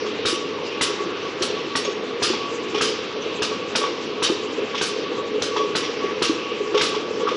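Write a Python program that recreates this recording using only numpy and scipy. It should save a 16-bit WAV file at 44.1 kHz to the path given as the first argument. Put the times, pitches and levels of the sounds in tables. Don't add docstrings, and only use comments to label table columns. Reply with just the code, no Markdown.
import sys
import numpy as np
from scipy import signal
from scipy.fft import rfft, irfft
from scipy.io import wavfile
from scipy.ndimage import uniform_filter1d

SR = 44100
rng = np.random.default_rng(int(sys.argv[2]) if len(sys.argv) > 2 else 0)


def wav_out(sig):
    wavfile.write(sys.argv[1], SR, np.round(np.clip(np.atleast_2d(sig).T, -1, 1) * 32767).astype(np.int16))


N = 324576

# frequency in Hz, level in dB.
HALL_SPECTRUM = [(18, -81), (30, -41), (311, -2.5), (359, -4), (424, -4), (700, -16.5), (1030, -13),
                 (1130, -11.5), (1470, -17.5), (1950, -19), (2730, -13), (4200, -21.5), (5080, -25),
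                 (5800, -27), (6500, -34.5), (7500, -41.5), (8600, -61), (11200, -71.5)]
# frequency in Hz, typical swing in dB.
HALL_FLICKER = [(2000, 0.2), (5000, 1), (7500, 5), (10000, 6)]
# frequency in Hz, fade time in seconds (the time to drop by 60 dB).
HALL_FADE = [(200, 0.44), (1500, 0.63), (5000, 0.63), (10000, 0.31)]
# time in seconds, drone level in dB, wall ring level in dB.
SHIVER_LEVELS = [(0.0, -31, -47), (1.0, -32.5, -53), (2.0, -31.5, -45), (2.45, -32.5, -39.5),
                 (3.0, -31, -47.5), (3.65, -33.5, -44), (3.85, -27, -42), (4.0, -30, -44.5),
                 (4.6, -31.5, -48.5), (5.45, -28.5, -42), (5.62, -26.5, -38), (5.8, -30, -47.5),
                 (6.6, -29.5, -53), (6.76, -26.5, -47), (7.1, -33.5, -40), (7.3, -25.5, -46),
                 (7.36, -27, -49)]
# pitch in Hz, filter width in Hz, level in dB.
DRONE_NOTES = [(286, 27, -13.5), (343.6, 25, -2.5), (423.3, 34, 8), (471, 18.4, 2.5), (508.6, 33.5, 2.5)]
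# start in seconds, length in seconds, level in dB.
RING_FLARES = [(0.255, 0.13, -40), (0.413, 0.049, -38), (0.524, 0.047, -35), (0.66, 0.032, -41),
               (0.759, 0.03, -38), (0.847, 0.08, -35), (0.992, 0.056, -31), (1.12, 0.066, -42),
               (1.24, 0.036, -32), (1.4, 0.052, -33.5), (1.565, 0.042, -33), (1.71, 0.09, -37.5),
               (1.843, 0.04, -42), (2.12, 0.05, -45), (2.22, 0.099, -46), (2.41, 0.063, -36),
               (2.739, 0.024, -49), (3.507, 0.045, -37.5), (3.63, 0.045, -38), (3.812, 0.066, -28.5),
               (3.985, 0.061, -40), (4.18, 0.08, -38.5), (4.68, 0.03, -37), (4.74, 0.041, -37),
               (4.816, 0.026, -39), (4.878, 0.033, -34), (5.058, 0.04, -36), (5.182, 0.039, -37),
               (5.263, 0.04, -40), (5.394, 0.073, -48), (5.52, 0.18, -34), (5.737, 0.052, -44),
               (5.824, 0.075, -37), (6.015, 0.1, -33.5), (6.21, 0.11, -36.5), (6.37, 0.16, -36.5),
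               (6.566, 0.042, -40), (6.633, 0.057, -35.5), (6.728, 0.22, -40), (7.005, 0.024, -47),
               (7.2, 0.075, -36), (7.27, 0.08, -33)]
# start in seconds, length in seconds, level in dB, pitch in Hz.
RIM_SCRAPES = [(1.2, .07, -47, 5900), (3.2, .05, -41, 5950), (.66, .05, -44, 4900)]
# start in seconds, peak level in dB, pitch in Hz.
METAL_PINGS = [(0.667, -33, 4900), (1.848, -25, 6500), (5.6101, -34, 5660), (5.8466, -30, 5580)]
# start in seconds, peak level in dB, pitch in Hz.
HOLLOW_THUDS = [(0.045, -17.5, 444), (0.19, -18, 440), (0.251, -23.5, 436), (0.327, -14.5, 352),
                (0.385, -25, 415), (0.455, -28, 455), (0.62, -25, 450), (0.899, -15.5, 415),
                (1.005, -22, 420), (1.064, -21, 348), (1.249, -20.5, 420), (1.409, -17.5, 361),
                (1.5, -20, 412), (1.85, -20.5, 442), (1.878, -16.5, 397), (2.218, -17.5, 430),
                (2.302, -11, 371), (2.749, -14, 426), (2.775, -16, 421), (2.9, -19.5, 433),
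                (2.92, -22, 434), (3.16, -21, 453), (3.2, -22.5, 440), (3.26, -21.5, 440),
                (3.419, -20.5, 424), (3.512, -19.5, 450), (3.818, -16.5, 450), (3.837, -16, 450),
                (3.875, -22, 440), (4.221, -23, 448), (4.299, -10, 341), (4.319, -15, 405),
                (4.593, -19.5, 427), (5.035, -22, 420), (5.144, -20.5, 417), (5.232, -22, 420),
                (5.36, -23.5, 441), (5.419, -17.5, 449), (5.569, -17, 420), (5.601, -19, 463),
                (5.892, -19.5, 474), (6.039, -15, 417), (6.217, -19, 367), (6.295, -10, 320),
                (6.609, -18, 415), (6.745, -14, 426), (6.925, -17.5, 413), (6.965, -14.5, 433),
                (7.08, -20, 445), (7.108, -17.5, 445), (7.198, -18, 447), (7.232, -21.5, 453),
                (7.315, -15.5, 465)]
# start in seconds, wall ring peak in dB, rim rattle level in dB.
CAN_BUMPS = [(0.062, -24, -32.5), (0.44, -35, -50), (0.527, -37, -50), (1.004, -35, -39), (1.241, -29, -36),
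             (1.586, -30, -37), (1.845, -30, -29), (2.289, -24.5, -35), (2.334, -19.5, -31),
             (2.745, -19, -26.5), (2.779, -31, -32), (3.512, -28, -38), (3.813, -23, -29.5),
             (3.837, -18.5, -35), (3.866, -20, -53), (4.289, -22, -46), (4.745, -20.5, -27.5),
             (4.776, -41, -32.5), (5.563, -14, -28), (5.834, -24, -30), (6.004, -27, -43),
             (6.432, -28, -45), (6.743, -16, -27.5), (6.774, -21, -28), (6.79, -24, -35),
             (6.945, -20.5, -33), (7.201, -28, -35), (7.271, -15.5, -35.5), (7.286, -18.5, -34)]
# pitch in Hz, level in dB, fade time in seconds.
WALL_NOTES = [(892, -7.5, 0.042), (1002, -6.5, 0.04), (1067, -2, 0.029), (1113, -11, 0.14),
              (1238, -6.5, 0.051), (1343, -6, 0.037), (1540, -8.5, 0.029), (1830, -14, 0.025)]
# frequency in Hz, level in dB.
RATTLE_SPECTRUM = [(1500, -19.5), (2200, 0), (2750, -1), (3400, 3.5), (4200, -10.5), (5500, -4.5),
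                   (7500, -26)]
# pitch in Hz, level in dB, fade time in seconds.
FRAME_NOTES = [(121, -9.5, 0.058), (178.7, 3.5, 0.062), (252.4, 1.5, 0.096), (658, 11, 0.027),
               (815, 2.5, 0.026), (963, 2.5, 0.031)]
# pitch in Hz, base width in Hz, level in dB.
MUFFLER_NOTES = [(2750, 120, 2), (3090, 63, 1), (3450, 44, 0.5), (3740, 80, 3.5), (4130, 120, 0.5),
                 (4500, 110, 1.5), (5040, 170, 2), (5520, 51, 0), (5800, 91, 0.5), (6350, 54, -5.5),
                 (7120, 140, -8.5)]
# frequency in Hz, level in dB.
JET_SPECTRUM = [(1200, 0), (2000, -11.5), (2900, -4), (3800, -5), (5900, -8.5), (7000, -13.5)]
TOP_SPECTRUM = [(6500, -48), (7300, 0), (8000, -2.5), (8600, -8.5), (9600, 0.5), (10500, -10.5),
                (11200, -35.5)]
# clack peak in dB, clack pitch in Hz, frame kick in dB,
# jet delay in seconds, jet level in dB, top level in dB, hold time in seconds, fade time in seconds,
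# slam peak in dB, slam pitch in Hz, squeal peak in dB, squeal pitch in Hz,
# extra first rush as a multiple of the held level, seconds until the top starts to cut out.
VALVE_SETTINGS = [(-16, 1240, -25.5, 0.0014, -21.5, -39.5, 0.032, 0.29, -19, 480, -26.5, 2700, 0.46, 0.11),
                  (-10.5, 1577, -25, 0.00085, -23, -39, 0.029, 0.35, -17.5, 445, -26, 6900, .6, 0.093),
                  (-16, 1260, -27, 0.0017, -26, -41, 0.022, 0.3, -16, 520, -16, 6000, 1.6, 0.054),
                  (-12.5, 1480, -24.5, 0.0027, -27.5, -43.5, 0.025, 0.23, -22, 880, -18, 4000, 1.3, 0.11)]
# start in seconds, dB added to that valve's levels.
VALVE_FIRINGS = [(0.2515, -0.5), (0.8095, 0), (1.4185, -2), (1.7525, 0.5), (2.2205, -1), (2.809, -0.5),
                 (3.4185, -2), (3.7515, 1), (4.2215, -1.5), (4.8115, -2), (5.4185, -2.5), (5.7505, 0.6),
                 (6.2185, -1.5), (6.81, -0.9)]


def undb(db):
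    return 10 ** (np.asarray(db) / 20)


def unit(x):
    return x / np.sqrt(np.mean(x ** 2))


def along(table, hz):
    frequencies, values = np.transpose(table)
    return np.interp(np.log(hz), np.log(frequencies), values)


def band(x, low_hz, high_hz):
    return signal.sosfilt(signal.butter(2, [low_hz, high_hz], "bandpass", fs=SR, output="sos"), x)


def coloured(table):
    hz = np.maximum(np.arange(N // 2 + 1) * SR / N, 1)
    octaves_out = np.maximum(np.log2(table[0][0] / hz), 0) + np.maximum(np.log2(hz / table[-1][0]), 0)
    return unit(irfft(rfft(rng.standard_normal(N)) * undb(along(table, hz) - 61 * octaves_out), N))


def wander(per_second):
    step = int(SR / per_second)
    stairs = np.repeat(rng.standard_normal(N // step + 1), step)
    return unit(uniform_filter1d(uniform_filter1d(stairs, step), step)[:N])


def ticks(per_second, size=N):
    return (rng.random(size) < per_second / SR) * rng.standard_normal(size)


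def resonate(x, hz, *widths_hz):
    for width in widths_hz:
        x = signal.lfilter(*signal.iirpeak(hz, hz / width, fs=SR), x)
    return x


def add(track, start, sound):
    i = int(start * SR)
    track[i:i + len(sound)] += sound[:N - i]


def ring(notes, rise_s):
    t = np.arange(SR // 3) / SR
    chance = rng.standard_normal((len(notes), 2))
    sound = sum(undb(db + 3 * louder - 60 * t / fade_s) * np.sin(2 * np.pi * hz * (1 + detune / 200) * t)
                for (hz, db, fade_s), (louder, detune) in zip(notes, chance))
    sound *= 1 - np.exp(-t / rise_s)
    return sound / np.abs(sound).max()


def chatter(sound, fade_s):
    t = np.arange(SR // 6) / SR
    taps = ticks(900, len(t)) * undb(-60 * t / fade_s)
    taps[0] = 3.5
    bounces = signal.fftconvolve(taps, sound[:SR // 8])
    return bounces / np.abs(bounces).max()


def hall_noise():
    spectrum, out = rfft(coloured(HALL_SPECTRUM)), 0
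    hz = np.maximum(np.arange(N // 2 + 1) * SR / N, 1)
    for centre in 30 * 2 ** np.arange(0, 9, .5):
        share = np.cos(np.pi * np.clip(np.log2(hz / centre), -.5, .5)) ** 2
        flicker = undb(1.5 * wander(10) + along(HALL_FLICKER, centre) * wander(35))
        out = out + irfft(spectrum * share, N) * flicker
    hiss_level = np.sqrt(np.mean(band(out, 1800, 5000) ** 2))
    return out / hiss_level * undb(-35.5)


def echo(x, echo_db):
    t = np.arange(SR) / SR
    tail = sum(band(rng.standard_normal(SR), hz / 2 ** .5, hz * 2 ** .5)
               * undb(-60 * t / along(HALL_FADE, hz)) for hz in 125 * 2. ** np.arange(7))
    tail *= 1 - np.exp(-t / .0049)
    return x + undb(echo_db) * signal.fftconvolve(x, tail / np.linalg.norm(tail))[:N]


def mains_hum(hz=100.1):
    return unit(np.sin(2 * np.pi * hz * np.arange(N) / SR)) * undb(-57 + wander(7.6))


def shivering_cans(wall_hz=1131):
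    times, *levels = np.transpose(SHIVER_LEVELS)
    drone_db, wall_db = [np.interp(np.arange(N) / SR, times, db) for db in levels]
    push = .81 * unit(ticks(40)) + rng.standard_normal(N)
    drone = sum(undb(db + 1.3 * wander(7)) * unit(resonate(push, hz, width, width)) * (-1) ** k
                for k, (hz, width, db) in enumerate(DRONE_NOTES))
    throb = undb(drone_db + 1.2 * wander(22))
    tone = np.sin(2 * np.pi * np.cumsum(wall_hz * (1 + .0039 * wander(12))) / SR)
    wall = unit(tone + .47 * unit(resonate(push, wall_hz, 45, 45)))
    flares = np.zeros(N)
    for start, length, db in RING_FLARES:
        add(flares, start, np.full(int(length * SR), undb(db)))
    flares = uniform_filter1d(flares, int(.025 * SR)) * undb(.71 * wander(30))
    shiver = undb(wall_db + .5 * wander(15))
    return unit(drone) * throb + wall * (shiver + flares)


def scrapes(width_hz=500):
    out = np.zeros(N)
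    for start, length, db, hz in RIM_SCRAPES:
        rub = resonate(rng.standard_normal(int(length * SR)), hz, width_hz, width_hz)
        add(out, start, undb(db) * unit(rub) * np.hanning(len(rub)))
    return out


def pings(fade_s=.035):
    out = np.zeros(N)
    for start, db, hz in METAL_PINGS:
        add(out, start, undb(db) * ring([(hz, 0, fade_s), (1.012 * hz, -3, fade_s)], rise_s=.003))
    return out


def thuds(fade_s=.051):
    out = np.zeros(N)
    for start, db, hz in HOLLOW_THUDS:
        notes = [(.9925 * hz, 1, fade_s), (.869 * hz, -13, fade_s), (1.234 * hz, -11.5, fade_s)]
        add(out, start, undb(db) * ring(notes, rise_s=.0035))
    return out


def can_bumps(rattle_rise_s=.0021, rattle_fade_s=.32):
    walls, shake = np.zeros((2, N))
    t = np.arange(SR // 4) / SR
    rise = 1 - np.exp(-(t / rattle_rise_s) ** 2)
    for start, wall_db, rattle_db in CAN_BUMPS:
        add(walls, start, undb(wall_db) * chatter(ring(WALL_NOTES, rise_s=.0015), fade_s=.05))
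        add(shake, start, rise * undb(rattle_db - 60 * t / rattle_fade_s))
    return walls + shake * undb(2.2 * wander(250)) * coloured(RATTLE_SPECTRUM)


def valve_clacks():
    out = np.zeros(N)
    for k, (start, db) in enumerate(VALVE_FIRINGS):
        valve = VALVE_SETTINGS[k % 4]
        clack_db, hz, kick_db = valve[:3]
        slam_db, slam_hz, squeal_db, squeal_hz = valve[8:12]
        clack = ring([(hz, 0, .013), (.62 * hz, -7, .015), (.8 * hz, -3, .015), (1.3 * hz, -3, .015),
                      (1.7 * hz, -5, .012), (2.4 * hz, -6, .01)], rise_s=.0016)
        add(out, start, undb(clack_db + db) * chatter(clack, fade_s=.045))
        for bounce_s, bounce_db in ((0, 0), (.017, -3)):
            slam = ring([(slam_hz, 0, .014)], rise_s=.0004)
            add(out, start + .00183 + bounce_s, undb(slam_db + db + bounce_db) * slam)
        squeal = ring([(squeal_hz, 0, .01), (.93 * squeal_hz, -2, .01), (.88 * squeal_hz, -2, .01)],
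                      rise_s=.00072)
        add(out, start + .0032, undb(squeal_db + db) * chatter(squeal, fade_s=.047))
        add(out, start, undb(kick_db + db) * ring(FRAME_NOTES, rise_s=.0033))
    return out


def muffler_hiss():
    gas = rng.standard_normal(N) * undb(np.minimum(4 * rng.exponential(size=N), 18))
    pipe = sum(undb(db + 4.8 * wander(35)) * unit(resonate(gas, hz, 4 * width, 1.7 * width)) * (-1) ** k
               for k, (hz, width, db) in enumerate(MUFFLER_NOTES))
    droplets = band(band(ticks(1500), 2000, 6000), 1500, 6500)
    return unit(coloured(JET_SPECTRUM) + undb(-2) * unit(pipe) + undb(-6) * unit(droplets))


def air_jets(body_rise_s=.003, top_rise_s=.007, rush_s=.017, top_cut_s=.092):
    body, top = np.zeros((2, N))
    t = np.arange(SR // 2) / SR
    body_rise = 1 - np.exp(-(t / body_rise_s) ** 3)
    top_rise = 1 - np.exp(-(t / top_rise_s) ** 3)
    for k, (start, db) in enumerate(VALVE_FIRINGS):
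        valve = VALVE_SETTINGS[k % 4]
        delay, jet_db, top_db, hold_s, fade_s = valve[3:8]
        rush, top_stop_s = valve[12:]
        blast = (1 + rush * np.exp(-t / rush_s)) * undb(db)
        fade = np.maximum(t - hold_s, 0) / fade_s
        cut = np.maximum(t - top_stop_s, 0) / top_cut_s
        add(body, start + delay, blast * body_rise * undb(jet_db - 60 * fade))
        add(top, start + delay, blast * top_rise * undb(top_db - 59 * fade - 60 * cut))
    flutter = undb(.72 * wander(150) + .7 * wander(60))
    sputter = undb(3.5 * wander(45))
    return flutter * body * muffler_hiss(), flutter * sputter * top * coloured(TOP_SPECTRUM)


def scene():
    background = hall_noise() + mains_hum() + shivering_cans()
    knocks = echo(scrapes() + pings() + thuds() + can_bumps(), echo_db=-11)
    jet_body, jet_top = air_jets()
    valves = echo(valve_clacks() + jet_body, echo_db=-8.5) + echo(jet_top, echo_db=-24)
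    return (background + knocks + valves)[None]


def record(dry, low_hz=44.6, top_hz=11310):
    thin = signal.sosfilt(signal.butter(2, low_hz, "highpass", fs=SR, output="sos"), dry)
    rounded = np.tanh(1.2 * thin) / 1.2
    return signal.sosfilt(signal.ellip(8, .2, 70, top_hz, fs=SR, output="sos"), rounded)


dry = scene()
out = record(dry)
wav_out(out)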